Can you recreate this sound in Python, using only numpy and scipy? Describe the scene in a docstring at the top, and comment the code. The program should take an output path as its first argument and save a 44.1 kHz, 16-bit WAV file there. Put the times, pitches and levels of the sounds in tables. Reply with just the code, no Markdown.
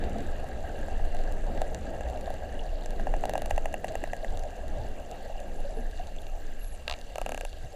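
"""Under the surface over a reef, a camera drifts in a sealed housing. Swell and flow are slow shaped-noise rumbles;
surf wash is shaped noise too, and fine bubbles and snapping shrimp are ticks sent through the housing resonances.
Dolphins close by send click trains, pulses that knock those resonances, and faint high whistles, gliding sines.
Bubbles against the case are short rising tones; splashy noise bursts, some of them tails of the buzz clicks, die
fast. Smooth self-noise lies under all.
"""
import sys
import numpy as np
from scipy import signal
from scipy.fft import rfft, irfft, next_fast_len
from scipy.io import wavfile
from scipy.ndimage import uniform_filter1d, map_coordinates

SR = 44100
rng = np.random.default_rng(int(sys.argv[2]) if len(sys.argv) > 2 else 0)


def log_audio(samples):
    """Write samples as a 16-bit WAV file to the path given in sys.argv[1]."""
    # one column per channel
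    frames = np.atleast_2d(samples).T
    # limit to full scale, then quantise
    limited = np.clip(frames, -1, 1)
    pcm = np.round(limited * 32767).astype(np.int16)
    wavfile.write(sys.argv[1], SR, pcm)


N = 341775


def amp(db):
    """Amplitude factor of a level in dB."""
    return 10 ** (np.asarray(db) / 20)


def unit(x):
    """x scaled to rms 1."""
    return x / np.sqrt(np.mean(x ** 2) + 1e-20)


def curves(rows):
    """One value per sample for each column after the time."""
    s, *columns = np.transpose(rows)
    return [np.interp(np.arange(N) / SR, s, column) for column in columns]


def wobble(knots_per_s):
    """Smooth random curve through random knots."""
    knots = rng.standard_normal(int(N * knots_per_s / SR) + 4)
    return map_coordinates(knots, [np.arange(N) * knots_per_s / SR])


def filtered(x, response):
    """x times a complex response of frequency."""
    m = next_fast_len(N + SR // 2)
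    return irfft(rfft(x, m) * response(np.fft.rfftfreq(m, 1 / SR)), m)[..., :N]


def shaped(spectrum):
    """Noise of rms 1; spectrum points joined on a log frequency axis."""
    point_hz, point_db = np.transpose(spectrum)

    def response(hz):
        return amp(np.interp(np.log(hz + 1), np.log(point_hz), point_db, -120, -120))

    return unit(filtered(rng.standard_normal(N), response))


def ringing(x, modes):
    """x through parallel causal resonances of alternating sign."""
    def response(hz):
        total = 0
        for k, (centre_hz, width_hz, gain_db) in enumerate(modes):
            damping = 1j * hz * width_hz
            total = total + (-1) ** k * amp(gain_db) * damping / (centre_hz ** 2 - hz ** 2 + damping)
        return total

    return filtered(x, response)


def patchy(patchy_db):
    """White noise with patches of random gain in time and frequency."""
    z = signal.stft(rng.standard_normal(N + 512), nperseg=512)[2]
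    field = uniform_filter1d(rng.standard_normal(z.shape), 8, 0)
    field = uniform_filter1d(field, 6, 1)
    return unit(signal.istft(z * amp(patchy_db * unit(field)), nperseg=512)[1][:N])


def grains(count, centre_hz, spread, cycles, range_db):
    """Scattered damped ticks, each at its own pitch; many faint, few loud."""
    when, size = rng.random((2, count))
    hz = np.clip(centre_hz * np.exp(spread * rng.standard_normal((count, 1))), 300, 15000)
    turn = hz * np.arange(SR // 150) / SR
    tick = turn * np.exp(-2 * turn / cycles) * np.sin(2 * np.pi * turn)
    tick = amp(range_db * size[:, None] ** 3) * np.sqrt(hz) * tick
    at = (when * N).astype(int)[:, None] + np.arange(turn.shape[1])
    return unit(np.bincount(at.ravel(), tick.ravel(), N + SR)[:N])


# rumble levels: time_s, swell_db, flow_db
RUMBLE_LEVELS = [(0.0, -27.5, -39), (0.5, -37.5, -37.5), (1.38, -26, -45), (1.73, -23.5, -41),
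                 (1.75, -34.5, -37), (3.06, -24.5, -47), (3.37, -35, -47), (3.54, -28.5, -37.5),
                 (3.58, -37.5, -45), (3.99, -33, -45), (4.25, -37, -53), (4.32, -26, -42.5),
                 (4.55, -36.5, -49), (4.77, -26, -40), (5.07, -38, -48.5), (5.16, -29.5, -49),
                 (7.66, -38, -48.5), (7.75, -37, -53)]
# wash levels: time_s, surf_db, boom_db
WASH_LEVELS = [(0.0, -41, -42), (0.5, -46.5, -43.5), (2.2, -45.5, -41), (2.44, -47.5, -44),
               (2.91, -45.5, -43.5), (3.26, -43.5, -43), (4.47, -47.5, -44.5), (4.75, -45.5, -43.5),
               (5.31, -52, -47), (5.76, -50, -47), (5.87, -54, -49), (6.58, -54.5, -52), (7.16, -57, -52),
               (7.29, -48, -54), (7.45, -53, -56.5), (7.75, -61, -49)]
# noise spectra, relative: freq_hz, density_db_per_hz
SWELL = [(6, -52), (14, 17), (30, 12), (45, -7.5), (70, -18)]
FLOW = [(30, -62), (48, -2.5), (65, 3.5), (90, -8), (130, -18.5), (200, -30)]
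SURF = [(70, -22), (120, -0.5), (170, -1.5), (220, -0.5), (350, -3), (500, -2), (900, -38), (1400, -21),
        (4000, -32)]
# housing resonances, low knock to air: centre_hz, width_hz, gain_db
KNOCK = [(564, 178, 1.5), (769.6, 166.4, 2.5)]
EDGE = [(870, 590, 5), (995, 400, 6), (1132, 80, -1), (1311, 50, -0.5)]
LOW_RING = [(1623, 88, 2.5), (1916, 273, -5)]
HIGH_RING = [(2266, 320, -8), (2782, 154, 0.5)]
SNAP = [(3590, 530, -0.78), (3934, 290, 1.7), (4510, 310, -1.3)]
TREBLE = [(4900, 210, -9), (6065, 520, -2), (7400, 850, -1.5)]
AIR = [(8790, 260, -2.5), (10150, 350, 0), (10950, 850, -7.5), (12350, 520, -7), (14000, 1000, -11.5),
       (14400, 500, -22)]
# middle modes: start level, fade as the surf recedes, share of the boom's swings
RING_DB, RING_FADES_DB_PER_S, RING_FOLLOWS = -52, 1.0, 0.17
HIGH_KEEPS_DB_PER_S = 0.73  # the high ring fades this much slower
HISS_DB = -61.5


def water():
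    """Swell and flow rumble; surf wash, fine bubbles and shrimp snaps excite the housing."""
    time_s = np.arange(N) / SR
    swell_db, flow_db = curves(RUMBLE_LEVELS)
    surf_db, boom_db = curves(WASH_LEVELS)
    boom_swing_db = boom_db - uniform_filter1d(boom_db, size=2 * SR)
    ring_db = RING_DB - RING_FADES_DB_PER_S * time_s + RING_FOLLOWS * boom_swing_db
    rumble = amp(swell_db + 3.2 * wobble(5.8)) * shaped(SWELL) + amp(flow_db + 1.2 * wobble(9)) * shaped(FLOW)
    surge = wobble(25)  # slaps of water, shared by surf, boom and ring
    surf = amp(surf_db + 2.33 * wobble(9) + 0.73 * surge) * shaped(SURF)
    boom = unit(ringing(ringing(patchy(patchy_db=2.5), KNOCK), [(569, 444, 0)]))
    boom = amp(boom_db + 0.23 * surge) * boom

    fizz = grains(count=1500, centre_hz=2157, spread=0.396, cycles=5.6, range_db=9.0)
    shrimp = grains(count=4000, centre_hz=8170, spread=0.395, cycles=2.4, range_db=18.5)
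    far = grains(count=3000, centre_hz=12300, spread=0.16, cycles=3.0, range_db=20.0)  # thin, no body
    drive = patchy(patchy_db=1.5) + amp(-12.0) * fizz + amp(-6.0) * shrimp

    edge = amp(-5.5) * ringing(drive, EDGE[2:])
    low = amp(1.35 * wobble(12)) * ringing(drive, LOW_RING)
    high_db = -6.5 + HIGH_KEEPS_DB_PER_S * time_s + 1.1 * wobble(14)
    high = amp(high_db) * ringing(drive, HIGH_RING)
    ring = amp(ring_db + 0.81 * surge) * unit(edge + low + high)

    snap = amp(1.8 * wobble(7)) * ringing(drive, SNAP)
    hiss = unit(snap + amp(-2.0) * ringing(drive, TREBLE) + amp(-10.0) * ringing(drive, AIR))
    hiss = amp(HISS_DB + 0.48 * wobble(10)) * hiss
    return rumble + surf + boom + ring + hiss + amp(-75.0) * far


def bursts(times_s, db, life_s, wake):
    """A pulse of energy set by db at each time, partly spread into a brief noisy wake."""
    t = np.arange(SR // 50) / SR
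    shape = wake * t / life_s * np.exp(-t / life_s) * rng.standard_normal((len(times_s), len(t)))
    shape[:, 12] -= 1
    shape /= np.linalg.norm(shape, axis=1, keepdims=True)
    at = np.round(times_s * SR).astype(int)[:, None] + np.arange(len(t))
    return np.bincount(at.ravel(), (amp(db)[:, None] * shape).ravel(), N + SR)[:N]


def leaning(s, db, lean_db, modes, life_s, wake):
    """Pulses into a pair of modes, with the weight shifted to the upper one by lean_db."""
    lower = ringing(bursts(s, db - lean_db / 2, life_s, wake), [modes[0]])
    upper = ringing(bursts(s, db + lean_db / 2, life_s, wake), [modes[1]])
    return lower - upper


# strong clicks by sender: slow heavy train, even brighter train, quick buzz, close even train, then
# single clicks: snaps (probably shrimp), a few water slaps, a faint echo;
# knock and ring relative to treble, snap and air to the sender's colour:
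# start_s, treble_db, knock_db, ring_db, snap_db, air_db
CLICKS = [
    [(2.9964, -50, 16, 4, 8.0, 2.0), (3.0694, -47, 18, 4.5, 8.0, 0), (3.1388, -44.5, 17.8, 4.5, 6.5, 1.0),
     (3.2374, -43, 19.7, 3.5, 3, 2.5), (3.3538, -36.5, 15.8, -0.5, -0.5, 0.0),
     (3.5089, -35.5, 13.3, 0.5, 1.0, -1), (3.5783, -36, 14.3, -0.5, -0.5, 1),
     (3.6561, -36, 11.4, -0.5, -1.0, 3), (3.7404, -35, 9.4, -1.0, -5.5, 4),
     (3.8437, -35.5, 11, -2, -6.5, 2), (3.9534, -36.0, 11.0, -2, -2.0, -0.5),
     (4.0382, -37.5, 12.6, 0.5, 0.0, 1), (4.1325, -39, 13.0, 1.5, -0.0, 0.5),
     (4.2453, -43.5, 13, 1, 1.5, 1)],
    [(3.2535, -34.0, 10, -8.0, 2.0, 0.5), (3.2939, -34.0, 10, -7, -0.5, -0.5),
     (3.3348, -35.5, 9.5, -8, -1, -0.5), (3.3772, -37.0, 11, -5, 3, 2), (3.4186, -38, 9, -6.5, 2.5, 2.5),
     (3.458, -37.0, 7.0, -8, -1, 2), (3.5059, -35.5, -1, -13, 0, 1), (3.5613, -39, -23, -14, -6, -7)],
    [(6.8783, -36.0, 3.0, 3.5, 0.5, 5), (6.8967, -35.5, 1.5, 0.5, -3, 4.0), (6.9107, -38.5, 1.4, -3, 2, -2),
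     (6.9234, -39.5, 1.1, -4, -3, -7.0), (6.9374, -48, 4.9, 4.5, 2.5, -7.5)],
    [(7.1566, -35.5, 6.4, -6.0, 5, -2.5), (7.1821, -35.5, 9.2, -6.5, -5, -0.5),
     (7.215, -36, 8.8, -4.5, 0.0, 2), (7.2619, -35.0, 7.6, -5, -3.0, 1), (7.2918, -36.5, 7.5, -4, -2, 2),
     (7.3193, -33.5, 4.5, -7, -1.5, -0.0), (7.3452, -34.5, 3.0, -6, -2.0, -1),
     (7.3761, -35.0, 1.5, -7, -1, 1), (7.4096, -35.0, 2.7, -5.5, 0, -1), (7.45, -36, 2.5, -3.5, 2, 0.5)],
    [(0.0383, -51, -6, 11.5, 13, 4), (0.0957, -47, -7.0, -5, -1.0, 5.0), (0.184, -45, 3.0, -10.0, 4, -4),
     (0.2054, -44.5, 5, -2.5, 2, -5), (0.2718, -49, -5.5, -9.5, 0, -1.5),
     (0.318, -56, -6.0, -10.0, -7.5, -1.5), (0.4419, -50.5, 19.5, -7, -2, 4.0),
     (0.4873, -50, -4.0, 0.0, 1, 6.0), (0.6055, -52, -13, -13.0, 4.0, -1),
     (0.6943, -60, -7.0, -13.0, -6, -7.5), (0.7442, -65, -12, 9, -4, -3.0), (0.7894, -48, -4.5, -16, -6, 4),
     (0.8829, -50, 19, 5, -6, 5.5), (0.9787, -51, -6.5, -12.5, -10.0, -9.0),
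     (1.0555, -53, -7.5, -2, -1.5, 8), (1.1473, -41, 0, -5.5, -10.0, 1.0),
     (1.1672, -46.5, 1, -4.5, 6.0, -1), (1.1884, -54, 16, 4, 14, -4.0), (1.2371, -45, -1, 0, 0, -12),
     (1.3224, -43, -1, -7, -3, 7), (1.4666, -49, -6.5, -10.5, 3, -4), (1.5753, -46.5, 8.0, 7.5, 0, -10.0),
     (1.6167, -36, 16, -1, 2.5, 2), (1.7459, -31, -6, -6.5, -3, -11), (2.0078, -44.0, 13.5, 1.5, -8.5, 1.0),
     (2.0864, -52, 14, 6, 10, -6.5), (2.0986, -45.0, 12, -6.0, 1.5, 3.5),
     (2.174, -48.0, -4.0, -8.0, -2.5, 5), (2.2099, -40.5, -17, -6, -3, -3), (2.2584, -52, 11, -1, 13, 1),
     (2.3032, -44.5, 15, -1, 1.0, 6), (2.3401, -46, -1.5, -6, 3, 5), (2.8365, -51.0, -2.0, -6.0, 6, -4.5),
     (2.8589, -33.5, -1, -7, -10, -8), (2.9058, -43.5, -5, -2.0, 3, 5),
     (3.1647, -42.5, 0.5, -12.5, -9.0, -4.0), (3.209, -47, -8.0, -12.0, -8.0, 3),
     (3.2321, -47, 2, -8, -2.0, -2.0), (3.392, -50.5, -5.5, -9.5, -6.5, 5.0),
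     (3.497, -45.5, -11, -11.5, -4.5, 7.0), (3.727, -41, -7.5, -11.5, -7, -3),
     (3.8495, -48.5, -7.5, -11.5, -7.5, 5.5), (3.87, -47.0, -5.0, -7, -4.5, 8),
     (3.8816, -40.5, -10, 2.0, 0.5, -2), (3.9205, -43.0, -1.0, -6, -8.0, 0.0),
     (4.0744, -54, 15.0, 1.0, 11.0, 4.0), (4.1654, -43.5, -2.5, -7.5, -3.5, 1.5),
     (4.3041, -51, -6.0, -10.0, 3.0, -4.0), (4.3725, -40.5, 5.0, -9, 4, -0.5),
     (4.3929, -39, -13, -18.5, -4.5, -2.5), (4.4353, -43, -9.0, -5, -3, -3.5),
     (4.5052, -47, -9.5, -1, -4.0, -1.0), (4.566, -48, -3.0, -9.0, 1.0, -3.5),
     (4.6808, -45.5, -4, -14, 0, 4.0), (4.9995, -47, 4, -10.0, -5.0, 1),
     (5.1128, -37, -11.5, -17.5, -3.5, -6), (5.4016, -43.5, -5, -15, -1, 4), (5.6037, -48.0, 8, -14, 1, 6),
     (5.9115, -47, -5.5, -7, 1.5, -1), (5.9743, -50, 0, -14.0, 9, -5.5), (6.0706, -46, -7, -21.0, 6, -10.0),
     (6.1629, -46, -3, -4, -10.0, -5), (6.2174, -54, 2, -6.0, 2, 15), (6.2667, -49.5, 9.0, 1, 8, -3.0),
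     (6.6444, -45, -6, -15, 3, 6), (6.988, -45, -6.5, -11, -1, -8), (7.0125, -44, -9.0, -11.0, 6.5, -2),
     (7.307, -56.0, 2.0, -2.0, 12.0, 9.5), (7.4929, -46.5, -11.5, -11.5, 2.0, -6.5),
     (7.5288, -51, 3, 1, 13, -9.0)],
]
# mode drive by sender, edge over knock, rings over ring, snap and air over treble:
# edge_db, low_ring_db, high_ring_db, snap_db, air_db
COLOURS = [(-24.5, 0.5, -3, -24, -14.5), (-26, 3.5, -3.5, -8.5, -12.5), (-4.5, -4.5, 3.5, 6, -19.5),
           (-12, -5, 0.1, -15.5, -11.5), (-23, -8.5, -5.5, -9, -15)]
# chance change of colour from click to click, by sender: scatter_db
SCATTER_DB = [1, 1, 1, 1, .5]
# favoured modes shift, probably as the animals turn: time_s, low_over_high_ring_db,
# upper_over_lower_knock_db, upper_over_lower_low_ring_db
LEAN = [(2.9, 7, 8, 0), (3.0, 10, 4, -1), (3.1, -1, 8.5, 2), (3.4, -4, 3, -3), (3.51, -8, 3, 15),
        (3.7, -5.5, 2.5, 9), (3.95, 1, 0, 10), (4.25, 7.5, 0, 6), (4.4, 4, 0, 0), (6.85, -9, 0, 0),
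        (6.88, 6, -6, 2), (6.9, 1, 11, 9), (6.94, -7, 13, -1), (7.15, -6, -3.5, -6), (7.28, -6, -1.5, -13),
        (7.45, 1, -2.5, -12), (7.5, -7, 0, 0)]
# senders whose knock and low ring shift between their two modes: turns (1 or 0)
TURNS = [1, 0, 1, 1, 0]
# offset from the click time by sender: lag_s (bright: high ring, snap, treble, air)
KNOCK_LAG_S = [-.0003, .0003, -.0004, -.0007, -.0002]
EDGE_LAG_S = [0, -.0015, -.0003, -.001, 0]
BRIGHT_LAG_S = [.0006, .0008, .0005, .0002, .0003]
# noisy tail by sender, relative to the knock and to its edge: knock_tail_db, edge_tail_db
TAIL_DB = [(-17, -7), (-20, -7), (-11, -9), (-13, -7), (-18, -8)]


def clicks():
    """Each click strikes the mode groups of the housing; the balance of the groups belongs to its sender."""
    counts = [len(rows) for rows in CLICKS]

    def by_sender(values):
        return np.repeat(values, counts, axis=0)

    all_rows = [row for rows in CLICKS for row in rows]
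    s, db, knock_db, ring_db, more_snap_db, more_air_db = np.transpose(all_rows)
    colour = by_sender(COLOURS)
    colour = colour + by_sender(SCATTER_DB)[:, None] * rng.standard_normal(colour.shape)
    edge_db, low_db, high_db, snap_db, air_db = colour.T
    knock_tail_db, edge_tail_db = by_sender(TAIL_DB).T
    when, *leans = np.transpose(LEAN)
    ring_lean_db, knock_lean_db, low_lean_db = (np.interp(s, when, lean) for lean in leans)
    half_lean_db, turns = ring_lean_db / 2, by_sender(TURNS)
    bright_s = s + by_sender(BRIGHT_LAG_S)
    edge_db = db + knock_db + edge_db + 40.5
    knock_db = db + knock_db + 38.5
    low_db = db + ring_db + low_db + half_lean_db + 41.0
    high_db = db + ring_db + high_db - half_lean_db + 40

    # a second, broad resonance after each group but air limits its spread
    knock_s = s + by_sender(KNOCK_LAG_S)
    knock = leaning(knock_s, knock_db, turns * knock_lean_db, KNOCK, life_s=.0003, wake=0)
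    knock_tail = bursts(s + .002, knock_db + knock_tail_db, life_s=.003, wake=3)
    knock = ringing(knock + ringing(knock_tail, KNOCK), [(664, 345, 0)])

    blow = bursts(s + by_sender(EDGE_LAG_S), edge_db, life_s=0.00055, wake=0.14)
    blow = blow + bursts(s, edge_db + edge_tail_db, life_s=.002, wake=3)
    edge = ringing(ringing(blow, EDGE), [(1100, 1200, 0)])

    low = leaning(s, low_db, turns * low_lean_db, LOW_RING, life_s=0.0006, wake=0.12)
    low = ringing(low, [(1820, 830, 0)])

    high = bursts(bright_s, high_db, life_s=0.0008, wake=0.09)
    high = ringing(ringing(high, HIGH_RING), [(2620, 1300, 0)])

    snap = bursts(bright_s, db + snap_db + more_snap_db + 33.5, life_s=.0005, wake=0.1)
    snap = ringing(ringing(snap, SNAP), [(4000, 2400, 0)])

    treble = bursts(bright_s, db + 24.5, life_s=0.00062, wake=0.27)
    treble = ringing(ringing(treble, TREBLE), [(6640, 43000, 0)])

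    air = bursts(bright_s, db + air_db + more_air_db + 33.5, life_s=0.0006, wake=0.25)
    return knock + edge + low + high + snap + treble + ringing(air, AIR)


# bubbles against the case, level before the envelope: start_s, level_db, start_pitch_hz, t60_s
BUBBLES = [(.15, -25.5, 212.5, 0.18), (.157, -21, 673, 0.045), (.641, -30, 694, 0.034),
           (0.829, -25, 522, 0.049), (.998, -22, 693, 0.022), (1.496, -26, 520, 0.035),
           (2.276, -17, 650, 0.024), (2.592, -29, 2840, 0.021), (2.593, -37, 3280, .02),
           (2.728, -24, 610, 0.036), (3.899, -24, 630, 0.12), (4.03, -22, 318, 0.026),
           (4.232, -20.5, 616, 0.037), (4.767, -29, 578, 0.084), (4.781, -26, 114, 0.17),
           (4.8, -33.5, 837, 0.12), (5.299, -23.5, 607, 0.028), (5.355, -28.5, 729, 0.035),
           (5.646, -25, 552, 0.11), (5.768, -25.5, 440, 0.085), (5.781, -32.5, 228, 0.19),
           (5.996, -22.5, 705, 0.047), (6.186, -33, 3360, 0.011), (7.434, -23.5, 527, 0.02),
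           (7.64, -27.5, 124, 0.071)]


def bubbles():
    """Short soft-edged tones that rise a little."""
    out, t = np.zeros(N + SR), np.arange(SR // 4) / SR
    for s, db, hz, t60 in BUBBLES:
        waver = 0.82 * np.cumsum(rng.standard_normal(len(t))) / np.sqrt(t60 * SR)  # unsteady pitch
        shape = amp(-60 * t / t60) * (1 - np.exp(-t * 12 / t60))
        phase = 2 * np.pi * hz * t * (1 + 0.066 * t / t60) + waver
        out[round(s * SR):][:len(t)] += amp(db) * shape * np.sin(phase)
    return out[:N]


# splashy noise bursts, some of them tails of the buzz clicks:
# start_s, level_db, t60_s, low_part_over_level_db
SPLASHES = [(2.085, -57, .05, -10), (2.258, -55, .03, -14), (3.883, -48, .03, -10), (3.887, -48, 0.05, -10),
            (6.88, -59, 0.049, 13), (6.898, -54, .06, 15), (6.912, -52, 0.036, 19), (6.925, -55, 0.04, 8),
            (6.962, -53, 0.054, -5)]


def splashes():
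    """Noise that starts at once, dies fast and rings the modes from low ring to treble and the knock's edge."""
    shape, edge_shape, t = np.zeros(N + SR), np.zeros(N + SR), np.arange(SR // 5) / SR
    for s, db, t60, edge_db in SPLASHES:
        shape[round(s * SR):][:len(t)] += amp(db - 60 * t / t60)
        edge_shape[round(s * SR):][:len(t)] += amp(db + edge_db - 60 * t / t60)
    edge = unit(ringing(ringing(rng.standard_normal(N), EDGE), [(1100, 980, 0)]))
    body = unit(ringing(rng.standard_normal(N), LOW_RING + HIGH_RING + SNAP + TREBLE))
    return shape[:N] * body + edge_shape[:N] * edge


# whistles, one list each, level before flutter: time_s, pitch_hz, level_db
WHISTLES = [
    [(5.545, 11500, -80), (5.563, 11000, -72), (5.58, 10650, -76), (5.605, 10150, -72), (5.615, 10200, -69),
     (5.623, 10250, -72)],
    [(5.685, 10650, -76), (5.702, 11000, -69), (5.722, 10520, -71), (5.737, 10500, -72), (5.76, 10900, -69),
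     (5.785, 11250, -60), (5.802, 11250, -66), (5.812, 10750, -69), (5.845, 10400, -73)],
    [(6.05, 11000, -72), (6.1, 12000, -82), (6.14, 12900, -82), (6.162, 13110, -81), (6.212, 13013, -75),
     (6.252, 12478, -84), (6.27, 12062, -81), (6.3, 11600, -77)],
    [(6.38, 15250, -72), (6.392, 15150, -66), (6.4, 14400, -74), (6.409, 13650, -65), (6.417, 13550, -71),
     (6.425, 12900, -76), (6.44, 11700, -77), (6.455, 10700, -76)],
    [(6.585, 8400, -78), (6.592, 10500, -60), (6.605, 11350, -59), (6.65, 11250, -59), (6.71, 11250, -61),
     (6.73, 10900, -64), (6.75, 9600, -58), (6.76, 8000, -58), (6.773, 6800, -58)],
    [(6.655, 10300, -72), (6.685, 10000, -68), (6.71, 9800, -74)],
    [(6.73, 8500, -76), (6.74, 7900, -68), (6.752, 7300, -70)],
    [(6.61, 11850, -79), (6.63, 11750, -75), (6.65, 11700, -80)],
    [(6.74, 11600, -78), (6.77, 11600, -72), (6.8, 11650, -78)],
    [(7.62, 11300, -80), (7.66, 11000, -69), (7.69, 10700, -82)],
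    [(7.685, 6250, -72), (7.705, 6600, -66), (7.725, 7150, -67), (7.738, 7400, -70), (7.75, 7300, -68)],
    [(7.7, 10500, -80), (7.73, 11000, -76), (7.75, 11000, -76)],
]
# short flat squeaks, level before lift and flutter: start_s, length_s, pitch_hz, level_db
SQUEAKS = [(2.948, 0.088, 3330, -76), (3.495, .075, 3365, -73), (7.44, 0.076, 3400, -78)]
# squeak partials: multiple, level_db
OVERTONES = [(1, 0), (2, -2), (3, 0), (4, -4)]


def whistles():
    """Gliding sines and flat harmonic squeaks with soft ends that flutter on their way through the water."""
    out, flutter = np.zeros(N + SR), amp(3 * wobble(110) - 1)
    shiver_hz = np.pad(45 * wobble(300), (0, SR))  # small quick pitch scatter
    for rows in WHISTLES:
        s, hz, db = np.transpose(rows)
        t = np.arange(s[0], s[-1], 1 / SR)
        start = round(s[0] * SR)
        glide_hz = uniform_filter1d(np.interp(t, s, hz), size=300, mode="nearest")
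        glide_hz = glide_hz + shiver_hz[start:][:len(t)]
        tone = np.sqrt(2) * amp(np.interp(t, s, db)) * np.sin(2 * np.pi * np.cumsum(glide_hz) / SR)
        out[start:][:len(t)] += tone * signal.windows.tukey(len(t), .15)
    for s, length_s, hz, db in SQUEAKS:
        t = np.arange(0, length_s, 1 / SR)
        start = round(s * SR)
        cycles = hz * t + np.cumsum(shiver_hz[start:][:len(t)]) / SR
        stack = sum(amp(level_db) * np.sin(2 * np.pi * round(k) * cycles) for k, level_db in OVERTONES)
        out[start:][:len(t)] += amp(db + 6) * stack * signal.windows.tukey(len(t), .15)
    return out[:N] * flutter


def scene():
    """Sum of all layers, one channel."""
    return (water() + clicks() + bubbles() + splashes() + whistles())[None]


# self-noise spectrum, relative: freq_hz, density_db_per_hz
MIC = [(700, -31), (1200, 1), (3000, -2), (5300, -4.5), (9000, -19), (10600, -11), (13000, -13),
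       (15000, -14), (16500, -14)]
TOP_HZ = 16440  # band limit


def record(dry):
    """Smooth self-noise is added; the highest treble is steeply reduced, with nothing above the band limit."""
    def response(hz):
        return (hz < TOP_HZ) * (.03 + 1 / (1 + (hz / 15230) ** 120))

    return filtered(dry + amp(-70.5) * shaped(MIC), response)


dry = scene()
out = record(dry)
log_audio(out)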